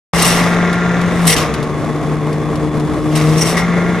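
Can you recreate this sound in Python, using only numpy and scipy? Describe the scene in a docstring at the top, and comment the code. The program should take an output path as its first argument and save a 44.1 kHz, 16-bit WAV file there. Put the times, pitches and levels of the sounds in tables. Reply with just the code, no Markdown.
"""A flexible-shaft concrete vibrator on an open slab. The sound cuts in with an electric motor humming on
the ground and spinning a steel poker, whose rotating weight hums, bearings whine and casing buzzes.
After about a second the poker rattles down through the rebar, then slows under load and drones in the
wet concrete, which damps the buzz. Near three seconds it rattles out and speeds up again.
Light knocks on the mesh and a low site rumble accompany it."""
import sys
import numpy as np
from scipy import signal
from scipy.fft import rfft, irfft
from scipy.io import wavfile
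from scipy.ndimage import uniform_filter1d

SR = 44100
rng = np.random.default_rng(int(sys.argv[2]) if len(sys.argv) > 2 else 0)


def put_to_file(sound):
    """Save the sound as 16-bit audio at rate SR, in the file named by the first command-line argument."""
    columns = np.atleast_2d(sound).T  # one column per channel
    safe = np.clip(columns, -1, 1)
    whole_steps = np.round(safe * 32767)
    wavfile.write(sys.argv[1], SR, whole_steps.astype(np.int16))


N = 176400
T = np.arange(N) / SR

# rotation of the poker: time_s, speed_hz
POKER_SPEED = [(.14, 169.8), (.3, 171.7), (.5, 173.9), (.75, 174.5), (1.2, 175), (1.28, 167.9),
               (1.36, 155.7), (1.48, 155.6), (1.62, 149.5), (2.2, 151.9), (2.85, 151.8), (3.29, 154.7),
               (3.4, 159.1), (3.55, 171.2), (3.7, 174), (4, 175.3)]
# hum of the rotating weight: time_s, fundamental_db, second_harmonic_db, third_harmonic_db
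HUM_LEVELS = [(.14, -15.5, -36, -48), (1.19, -16, -35, -40), (1.27, -10.5, -54, -38),
              (1.35, -23, -34, -24.5), (1.58, -26, -33, -33), (1.76, -24.5, -28.5, -40),
              (1.93, -21.5, -24, -40), (2.1, -20.5, -29, -40), (2.4, -19.5, -23.5, -38),
              (2.88, -20, -22.5, -41), (3.0, -33, -22.5, -43), (3.1, -20, -17.5, -50),
              (3.25, -11, -19, -23.5), (3.4, -13.5, -20.5, -25), (3.47, -17.5, -32, -46),
              (3.58, -16, -32, -48), (4, -16.5, -43, -48)]
# bearing partials: speed_multiple, sideband_offset_hz, level_db
WHINE_PARTIALS = [(4, 0, -9), (5, 0, -13), (8, 0, 0), (9, 0, -11), (10, 0, -6), (11, 0, -11), (8, 23, -10),
                  (9, 23, -6), (10, 23, -7), (11, 23, -7), (12, 23, -11), (8, 66, -12), (9, 66, -8),
                  (10, 66, -11)]
# bearing whine: time_s, level_db
WHINE_LEVEL = [(.14, -36), (.45, -30.5), (.72, -27), (1.0, -30), (1.2, -37), (1.45, -43), (3.3, -54),
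               (3.6, -35.5), (4, -33.5)]
# casing buzz, damped in concrete: time_s, level_db
BUZZ_LEVEL = [(.14, -18.5), (.25, -15), (.45, -18), (.7, -22.5), (1.0, -23), (1.17, -23.5), (1.3, -19),
              (1.45, -20.5), (1.68, -32), (2.55, -36), (3.05, -41), (3.18, -20.5), (3.29, -26), (3.45, -23),
              (3.59, -20.5), (3.7, -24.5), (4, -27)]
# spectrum of the buzz: frequency_hz, gain_db
BUZZ_SPECTRUM = [(200, -2), (450, 1), (700, 3.5), (930, -1.5), (1150, 5), (1500, -4.5), (2100, -0.5),
                 (2600, -8), (3100, -14.5), (3600, -10), (4500, -21), (6500, -16.5), (9000, -36.5),
                 (14000, -107.5)]
# casing resonances: pitch_hz, half_width_hz, gain_db
CASING_MODES = [(1950, 60, 5), (2133, 41, 6), (2147, 56, -18)]
# ring of the casing: time_s, level_db
CASING_LEVEL = [(.14, -26), (.5, -27.5), (1.2, -42), (1.6, -44.5), (3.1, -53), (3.6, -27.5), (4, -30.5)]
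# contacts with the rebar, the three rings relative to level_db:
# peak_s, level_db, rise_s, hold_s, fall_s, casing_ring_db, low_ring_db, high_ring_db
RATTLES = [(0.191, -19.5, 0.066, 0.13, 0.1, -12, -6, -6),
           (0.222, -20.5, .002, 0.0072, 0.0057, -14, -4, 7.5), (0.251, -18, .005, .03, 0.044, -8, -10, 0),
           (1.26, -35, 0.12, .006, .02, -11, -16, -1), (1.270, -17, 0.00086, 0.006, 0.0073, -5, -12, 7),
           (1.28, -13.5, 0.0087, 0.025, 0.024, -6, -4.5, -0.5),
           (1.326, -17, 0.0057, 0.015, 0.0065, -2, -4.5, -4),
           (1.366, -18.5, 0.0022, 0.023, 0.038, -16, -10, -26),
           (3.155, -23, 0.0029, 0.011, .02, -17, -9, -4), (3.179, -32, 0.087, 0.33, 0.042, -15, -10, -9),
           (3.379, -28.5, 0.0045, 0.013, .02, -10, 3, 1), (3.413, -24.5, .004, .014, 0.009, -7, 9, 4),
           (3.462, -25, 0.021, 0.036, 0.038, -10, -1, -1), (3.571, -24, .003, 0.012, 0.03, 6, -3.5, -10)]
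# spectrum of steel contacts: frequency_hz, gain_db
STEEL_SPECTRUM = [(200, -12), (700, -12), (1400, -5.5), (2200, -2.5), (2900, 5.5), (3300, 0), (4200, 1.5),
                  (7000, -1.5), (10000, -7), (12500, -11), (14000, -18), (15500, -32)]
# lower bar resonances: pitch_hz, half_width_hz, gain_db
LOW_BAR_MODES = [(5470, 98, 2.5), (5600, 90, 2), (5800, 69, 1), (6400, 93, -4)]
# upper bar resonances: pitch_hz, half_width_hz, gain_db
HIGH_BAR_MODES = [(7990, 390, -4), (8150, 180, -2), (8640, 150, 3.5), (9700, 450, -1.5), (10200, 170, -4),
                  (12200, 400, -6)]
# shudder of the whole mesh: frequency_hz, gain_db
SHUDDER_SPECTRUM = [(60, -16), (150, 7), (450, -5), (900, -5.5), (2000, -10), (4000, -17)]
# light knocks on the mesh: start_s, level_db
KNOCKS = [(0.73, -24.5), (1.014, -27), (1.539, -21.5), (1.628, -28), (2.329, -32.5), (2.556, -29),
          (2.799, -29.5)]
# spectrum of the knocks: frequency_hz, gain_db
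KNOCK_SPECTRUM = [(300, -10), (1500, 0), (4000, 1.5), (7000, -5.5), (11000, -6.5), (13500, -22),
                  (15000, -34)]
# steady motor tones: pitch_hz, level_db
MOTOR_TONES = [(61, -45.5), (93, -43.5), (124, -35), (231.5, -33), (305, -43), (376.5, -33), (436, -33),
               (447, -32.5), (461, -37), (1027, -50), (1085, -37), (1130, -42.5)]
# rush of the motor and the site: frequency_hz, gain_db
RUSH_SPECTRUM = [(20, -20), (45, -9), (65, -9), (90, -2.5), (140, 0.5), (250, 0), (350, -3), (450, -5.5),
                 (520, -5.5), (680, -6.5), (930, -12), (1120, -9), (1450, -20), (1950, -19), (2800, -29),
                 (4500, -33), (7000, -35), (11500, -39.5), (14000, -62)]
# site rumble: time_s, level_db
RUMBLE_LEVEL = [(.14, -26), (.6, -41), (1.4, -30), (2.2, -33), (2.9, -25), (3.3, -29.5), (4, -34)]
# spectrum of the rumble: frequency_hz, gain_db
RUMBLE_SPECTRUM = [(20, -12), (45, -8.5), (65, 11.5), (100, -12), (160, 9), (400, -91)]
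# likeness of left and right: frequency_hz, correlation
COHERENCE = [(30, 0.6), (65, 0.88), (130, 0.32), (300, 1), (1400, 0.93), (3000, 0.72), (6500, 0.53),
             (15000, 0.07)]
# level of left over right: frequency_hz, difference_db
LEFT_GAIN = [(60, -3), (110, 3), (200, 2.5), (380, 2), (700, 1.5), (1290, 0.5), (2370, 1), (4380, 1.0),
             (8090, 2), (14900, -0.5)]
# phase of left ahead of right: frequency_hz, lead_rad
LEFT_LEAD = [(100, .1), (300, 0.21), (1000, .05), (4000, 0.2), (6000, 0.92), (10000, .6), (14000, .2)]
# treble roll-off: frequency_hz, gain_db
TREBLE_ROLLOFF = [(11500, 0), (13200, -3), (14500, -9), (16000, -20)]

SHUDDER_DB, SHUDDER_CEILING_DB = -5.5, -20  # relative to the rattle; level at which it saturates
MESH_POWER_SHARE, MESH_DECAY_S, MESH_STEREO_SPREAD = .18, 0.0088, 0.25
KNOCK_DECAY_S = 0.01
LOADED_HZ, FAN_HZ, FAN_DB = 151, 3435, -49.5  # poker speed under load; the fan whistle at that speed
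FAN_FOLLOW, FAN_DB_PER_HZ = .07, 0.1219  # share of relative speed change; gain per Hz of poker speed
RUSH_DB, RUSH_ROUGHNESS, RUSH_WAVER_DB = -21, 0.2, 1.0
START_S, CUTOFF_HZ = .131, 15500


def poker(turns):
    """Rotating unbalance: the weight hums, bearings whine, the casing buzzes twice a turn and rings."""
    hum = sum(undb(curve(HUM_LEVELS, column=k)) * tone(k * turns, waver_db=.8, jitter_rad=.033, rate_hz=22)
              for k in (1, 2, 3))
    whine = sum(undb(db) * tone(k * turns + offset_hz * T, waver_db=1, jitter_rad=.35, rate_hz=16)
                for k, offset_hz, db in WHINE_PARTIALS)
    chatter = strikes(2 * turns, scatter_db=2.5, decay_cycles=0.49, floor=0.29)
    buzz = unit(colour(stereo_noise() * chatter, BUZZ_SPECTRUM)) * undb(curve(BUZZ_LEVEL))
    casing = unit(resonate(stereo_noise() * chatter, CASING_MODES)) * undb(curve(CASING_LEVEL))
    return hum + whine * undb(curve(WHINE_LEVEL)) + buzz + casing


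def rebar(turns):
    """Periodic impact: during each contact one blow a turn rings the steel and shakes the mesh."""
    blows = stereo_noise() * strikes(turns, scatter_db=3, decay_cycles=0.89, floor=0.27)
    clash = np.sqrt(1 - MESH_POWER_SHARE) * blows + np.sqrt(MESH_POWER_SHARE) * mesh(blows, count=240)
    layers = [unit(colour(clash, STEEL_SPECTRUM))]
    for modes in (CASING_MODES, LOW_BAR_MODES, HIGH_BAR_MODES):
        drive = stereo_noise() * strikes(turns, scatter_db=3, decay_cycles=0.79, floor=0.44)
        layers.append(unit(resonate(drive, modes)))
    power = np.zeros((4, N))  # overlapping contacts add in power, one row a layer
    for peak_s, db, rise_s, hold_s, fall_s, casing_db, low_db, high_db in RATTLES:
        flanks = np.minimum((T - peak_s) / rise_s, (peak_s + hold_s - T) / fall_s)
        envelope = np.exp(np.minimum(flanks, 0))
        power += (undb(db + np.array([[0], [casing_db], [low_db], [high_db]])) * envelope) ** 2
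    ceiling = undb(SHUDDER_CEILING_DB)
    shudder_gain = ceiling * np.tanh(undb(SHUDDER_DB) * np.sqrt(power[0]) / ceiling)
    shudder = shudder_gain * unit(colour(rng.standard_normal((2, N)), SHUDDER_SPECTRUM))
    return shudder + sum(np.sqrt(p) * layer for p, layer in zip(power, layers))


def mesh(blows, count):
    """Modal superposition: blows excite many short steel modes, each radiating unequally to the sides."""
    t = T[:SR // 16]
    pitch, phase, size = rng.random((3, count))
    pitch_hz = 500 + 13500 * pitch
    modes = np.sin(2 * np.pi * (np.outer(pitch_hz, t) + phase[:, None])) * np.exp(-t / MESH_DECAY_S)
    weights = size * (1 + MESH_STEREO_SPREAD * rng.standard_normal(count) * np.array([[1], [-1]]))
    return unit(signal.fftconvolve(blows, weights @ modes, axes=1)[:, :N])


def knocks():
    """Damped transients: each knock on the mesh is a noise burst with exponential decay."""
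    envelope = sum(undb(db) * (T >= start_s) * np.exp(-abs(T - start_s) / KNOCK_DECAY_S)
                   for start_s, db in KNOCKS)
    return envelope * unit(colour(stereo_noise(), KNOCK_SPECTRUM))


def motor(speed_hz):
    """Tonal and broadband machine noise: steady tones, a fan whistle that sags under load, rushing air."""
    hum = sum(undb(db) * tone(hz * T, waver_db=1, jitter_rad=1, rate_hz=9) for hz, db in MOTOR_TONES)
    fan_hz = FAN_HZ * (1 + FAN_FOLLOW * (speed_hz / LOADED_HZ - 1))
    fan_gain = undb(FAN_DB + FAN_DB_PER_HZ * (speed_hz - LOADED_HZ))
    fan = fan_gain * tone(np.cumsum(fan_hz) / SR, waver_db=1.5, jitter_rad=0.99, rate_hz=25)
    rough_air = stereo_noise() * (1 + RUSH_ROUGHNESS * wander(400))
    rush = colour(rough_air, RUSH_SPECTRUM) * undb(RUSH_WAVER_DB * wander(25.26))
    return hum + fan + undb(RUSH_DB) * unit(rush)


def rumble():
    """Band-limited noise: the low sound of the site slowly swells and fades."""
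    return unit(colour(stereo_noise(), RUMBLE_SPECTRUM)) * undb(curve(RUMBLE_LEVEL))


def tone(cycles, waver_db, jitter_rad, rate_hz):
    """Random modulation: a partial wavers in phase and level."""
    phase = 2 * np.pi * cycles + jitter_rad * wander(rate_hz)
    return np.sqrt(2) * np.sin(phase) * undb(waver_db * wander(rate_hz))


def strikes(cycles, scatter_db, decay_cycles, floor):
    """Pulse-train envelope: one uneven, decaying blow per cycle above a steady floor."""
    size = undb(scatter_db * rng.standard_normal(N // 10))[cycles.astype(int)]
    return unit(size * np.exp(-(cycles % 1) / decay_cycles) + floor)


def resonate(x, modes):
    """Damped resonance: parallel modes, each response squared for steep flanks."""
    f = np.fft.rfftfreq(N, 1 / SR) + 1
    response = sum(undb(db) / (1 + 1j * (f * f - hz * hz) / (2 * f * half_width)) ** 2
                   for hz, half_width, db in modes)
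    return irfft(rfft(x) * response, N)


def stereo_noise():
    """Partial coherence: left and right noise, mostly alike low down and diffuse in the treble."""
    correlation = np.clip(over_hz(COHERENCE), 0, 1)
    mid, side = rfft(rng.standard_normal((2, N)))
    spectrum = mid * np.sqrt(1 + correlation) + side * np.sqrt(1 - correlation) * np.array([[1], [-1]])
    return unit(irfft(spectrum, N))


def wander(rate_hz):
    """Low-pass noise: smoothed random steps of rms 1."""
    span = max(int(SR / rate_hz), 2)
    steps = rng.standard_normal(N)[np.arange(N) // span]
    return unit(uniform_filter1d(uniform_filter1d(steps, span), span))


def colour(x, rows):
    """Zero-phase filtering by a table of frequency_hz, gain_db."""
    return irfft(rfft(x) * undb(over_hz(rows)), N)


def over_hz(rows):
    """Interpolation in log frequency onto every spectral bin."""
    rows = np.array(rows)
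    return np.interp(np.log(np.fft.rfftfreq(N, 1 / SR) + 1), np.log(rows[:, 0]), rows[:, 1])


def curve(rows, column=1):
    """Linear interpolation of one column in time."""
    rows = np.array(rows)
    return np.interp(T, rows[:, 0], rows[:, column])


def undb(db):
    """Decibels to amplitude ratio."""
    return 10 ** (np.asarray(db) / 20)


def unit(x):
    """Normalisation to rms 1."""
    return x / np.sqrt(np.mean(x ** 2))


def scene():
    """Superposition: the sources add, and level and phase cues place them a little to the left."""
    speed_hz = curve(POKER_SPEED)
    turns = np.cumsum(speed_hz * (1 + .001 * wander(10))) / SR
    sound = motor(speed_hz) + poker(turns) + rebar(turns) + knocks() + rumble()
    sides = np.array([[1], [-1]]) / 2
    placement = undb(sides * over_hz(LEFT_GAIN)) * np.exp(1j * sides * over_hz(LEFT_LEAD))
    return irfft(rfft(sound) * placement, N)


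def record(dry):
    """Gating and band limiting: the treble rolls off, the sound cuts in, peaks clip, the top is cut."""
    cut_in = np.clip((T - START_S) / 0.005, 0, 1)
    clipped = np.clip(colour(dry, TREBLE_ROLLOFF) * cut_in, -1, 1)
    return signal.sosfilt(signal.ellip(8, .2, 70, CUTOFF_HZ, fs=SR, output="sos"), clipped)


dry = scene()
out = record(dry)
put_to_file(out)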